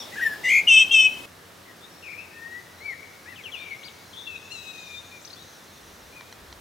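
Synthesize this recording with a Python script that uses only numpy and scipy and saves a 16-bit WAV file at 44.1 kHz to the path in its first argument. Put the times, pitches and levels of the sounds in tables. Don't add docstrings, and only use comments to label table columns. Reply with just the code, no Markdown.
import sys
import numpy as np
from scipy import signal
from scipy.io import wavfile
from scipy.ndimage import uniform_filter1d

SR = 44100
rng = np.random.default_rng(int(sys.argv[2]) if len(sys.argv) > 2 else 0)


def log_audio(samples):
    frames = np.atleast_2d(samples).T
    limited = np.clip(frames, -1, 1)
    pcm = np.round(limited * 32767).astype(np.int16)
    wavfile.write(sys.argv[1], SR, pcm)


N = 291221
TIME = np.arange(N) / SR

# frequency_hz, relative_density_db
TREE_AIR = [(30, -18.5), (90, -0.5), (270, 1.5), (550, 0), (850, -1), (1300, -4.5), (4000, -7.5),
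            (9000, -17), (15500, -18)]
LAKE_AIR = [(18, -46), (30, -13), (66, -16), (97, -2), (284, -3), (410, -2), (945, -6), (1590, -4.5),
            (2020, -11.5), (3600, -11.7), (8500, -20), (15500, -21.5)]
# frequency_hz, correlation
AIR_LIKENESS = [(70, 1), (250, 0.75), (1200, 0.42), (5000, 0.74)]
# centre_hz, width_hz, level_db
HUM_BANDS = [(88.5, 12.5, -64), (182, 15, -70.5)]
# centre_hz, width_hz, relative_db
CHORUS_BANDS = [(3600, 370, -78), (4070, 435, -73), (6040, 1300, -69)]
# time_s, gain_db
CHORUS_SWELL = [(1.3, -3), (4.5, 10.5), (5.9, 8), (6.6, -0.5)]

# time_s, level_db
HAND_RUMBLE = [(5.5, -92), (5.9, -57), (6.3, -70.5), (6.44, -52.5), (6.6, -54)]
# start_s, strength_db, contact_cutoff_hz
CAMERA_TAPS = [(6.2095, -24, 900), (6.3265, -33, 9000), (6.527, -31.5, 6000)]
# frequency_hz, relative_db
SHELL_MODES = [(1000, -7), (1950, -4.5), (3200, -6), (4100, -1.5), (5800, -4)]

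VOICE_TREMBLE = {"clear": .01, "husky": .026, "hoarse": .05}
# start_s, length_s, first_hz, middle_hz, last_hz, crest_db, swell_db, crest_share, voice
FAR_WHISTLES = [(1.650, .09, 2050, 1927, 1754, -52.5, 5, 0.4, "hoarse"),
                (1.805, 0.087, 3450, 3735, 3800, -48, 14, 0.46, "husky"),
                (1.895, 0.34, 5540, 5500, 5500, -57, 6, .2, "clear"),
                (2.025, 0.18, 2750, 2345, 2425, -38, 9, 0.41, "hoarse"),
                (2.175, 0.086, 2467, 2635, 2490, -36.5, 12, 0.089, "husky"),
                (2.315, 0.31, 1813, 1856, 2007, -38, 10.5, 0.89, "clear"),
                (2.805, 0.14, 2060, 2280, 1750, -29, 16, 0.76, "clear"),
                (2.78, 0.087, 3850, 4300, 4640, -54, 6, 0.5, "clear"),
                (3.257, 0.088, 1593, 2013, 1644, -41.5, 5, 0.5, "clear"),
                (3.26, 0.095, 2140, 2750, 2250, -55.5, -5, 0.5, "clear"),
                (3.562, 0.2, 2495, 2323, 2135, -35.5, 10, 0.87, "husky"),
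                (3.555, 0.1, 3400, 3626, 3770, -46.5, 3, 0.53, "husky"),
                (3.830, .059, 2590, 4860, 2600, -42, 1.5, 0.079, "clear"),
                (4.130, 0.155, 3110, 3560, 3460, -42.5, 4, 0.94, "hoarse"),
                (5.110, 0.083, 2406, 2413, 2300, -47.5, 5, 0.46, "clear"),
                (5.365, 0.081, 3370, 3800, 3860, -48, 4, 0.94, "clear"),
                (6.125, 0.1, 2394, 2460, 2230, -46, 5.5, 0.62, "clear")]
WHISTLE_HARMONICS_DB = [0, -25.5]
# start_s, first_hz, crest_db
FALLS = [(3.359, 3130, -39.5), (3.437, 3340, -37), (3.518, 3510, -37.5)]
# start_s, length_s, scoop_s, pitch_hz, overshoot_hz, slide_hz_per_s,
# closing_bend_hz, second_harmonic_db, third_harmonic_db, accent_db
REEDY_CALLS = [(4.265, 0.13, 0.0064, 1358, 16.7, -900, -19, -37, -59, -0.5),
               (4.493, .522, .034, 1331, 85, -275, 43, -45, -47.5, 7)]
REEDY_UPPER_DB = [-8.5, -7.5, -10]
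# start_s, length_s, first_hz, middle_hz, last_hz, crest_db
CHIPS = [(5.21, .026, 4660, 7600, 6200, -48), (5.248, 0.012, 3280, 6000, 5600, -40.5),
         (5.273, 0.011, 2900, 4920, 4900, -41), (5.3, 0.014, 2950, 4260, 3000, -43),
         (5.303, .011, 3900, 5250, 4200, -48), (5.328, .012, 3670, 4600, 3800, -40)]
NEIGHBOURS = [(0, 0.064, 5630, 5600, 5620, -34, 18, 0.031, "hoarse"),
              (0, 0.094, 3520, 3530, 3690, -38.5, 8.3, 0.031, "hoarse")]

FIRST_NOTE = [(.121, 0.033, 1760, 2000, 1890, -34.5, 7, 0.97, "clear")]
# time_s, pitch_hz, level_db
SLUR_CURVE = [(0.156, 1600, -40.5), (0.184, 1775, -32), (0.202, 1500, -34.5), (0.216, 1918, -28),
              (0.238, 1867, -22), (0.25, 1820, -32), (0.266, 1773, -19), (0.296, 1734, -35.5),
              (0.338, 1698, -26.5)]
SLUR_HARMONICS_DB = [0, -30, -26, -32, -46, -26, -44, -25]
TRILL_HARMONICS_DB = [4.5, -27, -20.5, -42, -29, -30]
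# start_s, length_s, release_s, high_voice_entry_s
BELL_NOTES = [(0.669, 0.187, 0.01, .008), (.908, 0.17, 0.011, 0.0026)]
# time_s, low_hz, high_hz, low_db, high_db
BELL_VOICES = [
    [(0.672, 2895, 2990, -15, -22), (0.684, 2867, 3110, -9, -16.5), (0.7, 2716, 3150, -12.5, -24.5),
     (0.72, 2652, 3080, -9.5, -16), (0.746, 2623, 3156, -7, -13.5), (0.757, 2610, 3120, -12, -25),
     (0.77, 2577, 3095, -11, -12), (0.792, 2645, 3057, -12, -15.5), (0.811, 2638, 3170, -8, -15.5),
     (0.834, 2555, 3135, -21, -25)],
    [(0.91, 2746, 3214, -16.5, -15.5), (0.935, 2714, 3195, -20, -16), (0.948, 2640, 3135, -7.5, -17.5),
     (0.974, 2604, 3104, -13.5, -22), (1.005, 2602, 3074, -16.5, -12.5), (1.04, 2564, 3047, -14, -25),
     (1.062, 2560, 3000, -10, -20)],
]
# low_multiple, high_multiple, relative_db
TRILL_COMBINATIONS = [(-1, 2, -14), (1, 1, -16), (2, 1, -19), (1, 2, -14)]
BELL_COMBINATIONS = [(-1, 2, -18), (2, -1, -29), (2, 0, -26), (1, 1, -17), (0, 2, -25), (-1, 3, -29),
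                     (3, 0, -24), (2, 1, -25), (1, 2, -32), (0, 3, -40), (2, 2, -46), (1, 3, -45),
                     (5, 0, -46), (3, 2, -42)]


def from_db(db):
    return 10 ** (np.asarray(db) / 20)


def unit_rms(x):
    return x / np.sqrt(np.mean(x ** 2) + 1e-20)


def at_hz(points, hz):
    frequencies, values = np.transpose(points)
    return np.interp(np.log(hz), np.log(frequencies), values)


def gain_curve(rows):
    return from_db(np.interp(TIME, *np.transpose(rows)))


def gliding(rows, at):
    times, *columns = np.transpose(rows)
    return [uniform_filter1d(np.interp(at / SR, times, column), size=220) for column in columns]


def drift(rate_hz, size):
    knots = rng.standard_normal(int(2 * rate_hz * size / SR) + 2)
    return np.interp(np.arange(size) * 2 * rate_hz / SR, np.arange(len(knots)), knots)


def noise_band(hz, width_hz):
    sos = signal.butter(2, [max(hz - width_hz / 2, 10), hz + width_hz / 2], "band", fs=SR, output="sos")
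    return unit_rms(signal.sosfilt(sos, rng.standard_normal(N)))


def note(start_s, length_s, attack_s=0.00057, release_s=0.0028):
    at = np.arange(max(int(start_s * SR), 0), min(int((start_s + length_s) * SR), N))
    t = (at - at[0]) / SR
    ramp = np.clip(np.minimum(t / attack_s, (t[-1] - t) / release_s), 0, 1)
    return at, t, np.sin(np.pi / 2 * ramp) ** 2


def phase_of(hz, jitter):
    return 2 * np.pi * np.cumsum(hz * (1 + jitter * drift(250, len(hz)))) / SR


def harmonics(phase, levels_db, first=1):
    return sum(from_db(db) * np.sin(k * phase) for k, db in enumerate(levels_db, first))


def coupled(low, high, tones, flutter_db=3):
    return sum(from_db(db + flutter_db * drift(35, len(low))) * np.sin(m * low + n * high)
               for m, n, db in tones)


def whistles(notes, harmonics_db=(0,)):
    out = np.zeros(N)
    for start_s, length_s, first_hz, middle_hz, last_hz, crest_db, swell_db, crest_share, voice in notes:
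        at, t, gate = note(start_s, length_s)
        progress = t / t[-1]
        arch_hz = (2 * middle_hz - first_hz - last_hz) * 2 * progress * (1 - progress)
        hz = first_hz + (last_hz - first_hz) * progress + arch_hz
        db = crest_db - swell_db * np.interp(progress, [0, crest_share, 1], [1, 0, 1])
        out[at] += gate * from_db(db) * harmonics(phase_of(hz, VOICE_TREMBLE[voice]), harmonics_db)
    return out


def woods(x, early_db, tail_db, tail_t60_s, width, left_db, right_lag_s, early_t60_s=0.09):
    t = TIME[:SR]
    scatter = 0
    for db, t60_s, per_s in ((early_db, early_t60_s, 900), (tail_db, tail_t60_s, 5000)):
        echoes = rng.standard_normal((3, SR)) * (rng.random((3, SR)) < per_s / SR)
        echoes *= from_db(-60 * t / t60_s) * (1 - np.exp(-10 * t / t60_s))
        echoes = echoes[:2] * width + echoes[2]
        scatter += from_db(db) * echoes / np.linalg.norm(echoes, axis=1, keepdims=True)
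    direct = np.array([x, np.interp(TIME - right_lag_s, TIME, x)])
    reflected = signal.fftconvolve(x[None], scatter, axes=1)[:, :N]
    return (direct + reflected) * from_db([[left_db / 2], [-left_db / 2]])


def open_air(spectrum, level_db, waver_db, recording_mono_above_hz=8600):
    out, edges = 0, 22 * 2 ** (np.arange(20) / 2)
    white = rng.standard_normal((2, 2, N))
    for k, (low, high) in enumerate(zip(edges, edges[1:])):
        band = signal.butter(2, [low, high], "band", fs=SR, output="sos")
        mid, side = signal.sosfilt(band, white[k % 2])
        hz = np.sqrt(low * high)
        alike = at_hz(AIR_LIKENESS, hz) if hz < recording_mono_above_hz else 1
        gain = from_db(at_hz(spectrum, hz) + waver_db * drift(2.7, N))
        out += gain * (np.sqrt(1 + alike) * mid + np.sqrt(1 - alike) * side * [[1], [-1]])
    return from_db(level_db) * unit_rms(out)


def hum():
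    return sum(from_db(db) * noise_band(hz, width_hz) for hz, width_hz, db in HUM_BANDS)


def far_chorus(per_s=70):
    twitter = []
    for when, band, pitch, length, glide, loudness in rng.random((int(per_s * N / SR), 6)):
        centre_hz, width_hz, _ = CHORUS_BANDS[int(band * len(CHORUS_BANDS))]
        start_s, length_s = when * (N / SR - .1), .022 + .04 * length
        hz, glide_hz = centre_hz + width_hz * (pitch - .5), width_hz * (glide - .5)
        db = -68 + 6 * (loudness - .5)
        twitter.append((start_s, length_s, hz, hz + glide_hz / 2, hz + glide_hz, db, 6, .5, "clear"))
    bed = sum(from_db(db - 1) * noise_band(hz, width_hz) for hz, width_hz, db in CHORUS_BANDS)
    return gain_curve(CHORUS_SWELL) * (bed + whistles(twitter))


def hand_on_camera(shell_t60_s=0.012):
    taps, t = np.zeros(N), TIME[:SR // 20]
    for start_s, db, cutoff_hz in CAMERA_TAPS:
        modes = sum(from_db(mode_db) * np.sin(2 * np.pi * hz * t) * rng.choice([-1, 1])
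                    for hz, mode_db in SHELL_MODES)
        ring = modes * from_db(-60 * t / shell_t60_s)
        tap = signal.sosfilt(signal.butter(1, cutoff_hz, fs=SR, output="sos"), ring)
        start = int(start_s * SR)
        taps[start:start + len(t)] += from_db(db) * tap[:N - start]
    return taps + gain_curve(HAND_RUMBLE) * noise_band(70, 46)


def far_falls(length_s=0.062, octaves_per_s=10, swell_db=4):
    drop = 2 ** (-octaves_per_s * length_s)
    notes = [(start_s, length_s, hz, hz * np.sqrt(drop), hz * drop, db, swell_db, .5, "husky")
             for start_s, hz, db in FALLS]
    return whistles(notes, WHISTLE_HARMONICS_DB)


def far_reedy_calls(settle_s=0.029, brighten_db=19):
    out = np.zeros(N)
    for (start_s, length_s, scoop_s, pitch_hz, overshoot_hz, slide_hz_per_s,
         bend_hz, second_db, third_db, accent_db) in REEDY_CALLS:
        at, t, gate = note(start_s, length_s, attack_s=scoop_s, release_s=0.034)
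        scoop = np.clip(1 - t / scoop_s, 0, 1)
        accent = np.exp(-((t - scoop_s) / settle_s) ** 2)
        closing = np.exp(-((length_s - t) / settle_s) ** 2)
        hz = pitch_hz + overshoot_hz * (accent - scoop) + slide_hz_per_s * t + bend_hz * closing
        levels_db = [second_db - brighten_db * closing, third_db + brighten_db * closing]
        levels_db += [third_db - 3 + db for db in REEDY_UPPER_DB]
        voice = harmonics(phase_of(hz, jitter=0.0085), levels_db, first=2)
        out[at] += gate * from_db(accent_db * accent) * voice
    return out


def far_chips(swell_db=4, crest_share=0.31):
    return whistles([(*chip, swell_db, crest_share, "clear") for chip in CHIPS])


def bellbird_slurs():
    out = whistles(FIRST_NOTE, SLUR_HARMONICS_DB)
    start_s, end_s = SLUR_CURVE[0][0], SLUR_CURVE[-1][0]
    at, t, gate = note(start_s, end_s - start_s + .004)
    hz, db = gliding(SLUR_CURVE, at)
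    rasp_shape = np.hanning(len(at) * 5 // 4)[-len(at):]
    rasp = from_db(db.max() - 25) * rasp_shape * noise_band(2750, 1200)[at]
    voice = np.sqrt(2) * from_db(db) * harmonics(phase_of(hz, jitter=0.013), SLUR_HARMONICS_DB)
    out[at] += gate * (voice + rasp)
    return out


def bellbird_trill(surge_s=0.494, warble_hz=63.8, warble_crest_s=0.5365, throat_hz=6200):
    out = np.zeros(N)
    at, t, gate = note(start_s=0.428, length_s=0.2, attack_s=0.032, release_s=0.058)
    since_surge_s = at / SR - surge_s
    effort = .5 + .5 * np.tanh(since_surge_s / 0.0144)
    warble_phase = 2 * np.pi * warble_hz * (at / SR - warble_crest_s)
    warble = (0.44 + 0.56 * effort) * (np.cos(warble_phase) + .25 * np.cos(2 * warble_phase))
    low_hz = 1981 + 650 * t + 190 * effort + 165 * warble
    high_hz = 2770 + 1700 * t + 253 * effort ** 2
    low_phase = phase_of(low_hz, jitter=0.011 * (2 - effort))
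    high_phase = phase_of(high_hz, jitter=0.02 * (1 + 2 * effort))
    levels_db = [db + 6 / (1 + ((k * low_hz - throat_hz) / 350) ** 2)
                 for k, db in enumerate(TRILL_HARMONICS_DB, 1)]
    low_voice = harmonics(low_phase, levels_db)
    high_gain = from_db(-6 - 22 * np.tanh(np.maximum(since_surge_s, 0) / 0.042))
    high_voice = high_gain * (np.sin(high_phase) + coupled(low_phase, high_phase, TRILL_COMBINATIONS))
    rasp = from_db(-29) * noise_band(5000, 5000)[at]
    swell = from_db(-25.5 + 19.5 * t + 5.5 * effort)
    out[at] = gate * swell * (low_voice + high_voice + rasp)
    return out


def bellbird_bells(jitter=0.0046):
    out = np.zeros(N)
    rasp = from_db(-31) * noise_band(6800, 2600)
    breath = from_db(-40) * noise_band(8000, 11000)
    for (start_s, length_s, release_s, entry_s), curve in zip(BELL_NOTES, BELL_VOICES):
        at, t, gate = note(start_s, length_s, attack_s=0.006, release_s=release_s)
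        low_hz, high_hz, low_db, high_db = gliding(curve, at)
        low_phase, high_phase = phase_of(low_hz, jitter), phase_of(high_hz, 1.58 * jitter)
        low_gain, high_gain = from_db(low_db), from_db(high_db)
        high_entry = np.clip(t / entry_s, 0, 1)
        voices = low_gain * np.sin(low_phase) + high_gain * high_entry * np.sin(high_phase)
        _, _, coupling_gate = note(start_s, length_s, attack_s=0.023, release_s=0.031)
        coupling = coupling_gate * uniform_filter1d(np.sqrt(low_gain * high_gain), size=1500)
        overtones = coupled(low_phase, high_phase, BELL_COMBINATIONS)
        out[at] += gate * (voices + coupling * (overtones + rasp[at] + breath[at]))
    return out


def lakeside():
    song = whistles(FAR_WHISTLES, WHISTLE_HARMONICS_DB) + far_falls() + far_reedy_calls() + far_chips()
    flutter = from_db(3 * drift(40, N))
    birds = woods(song * flutter, early_db=-6, tail_db=-9.5, tail_t60_s=0.85,
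                  width=0.56, left_db=8.5, right_lag_s=-50e-6)
    return (birds + hum() + hand_on_camera() + far_chorus()
            + open_air(LAKE_AIR, level_db=-48.5, waver_db=-0.5))


def tree():
    song = bellbird_slurs() + bellbird_trill() + bellbird_bells() + whistles(NEIGHBOURS)
    birds = woods(song, early_db=-8.5, tail_db=-17, tail_t60_s=0.51,
                  width=0.44, left_db=3, right_lag_s=6e-6)
    return birds + open_air(TREE_AIR, level_db=-42.5, waver_db=1)


def scene(cut_s=1.257):
    return np.where(TIME < cut_s, tree(), lakeside())


def record(dry, cutoff_hz=15900):
    return signal.sosfilt(signal.ellip(12, .1, 80, cutoff_hz, fs=SR, output="sos"), dry)


dry = scene()
out = record(dry)
log_audio(out)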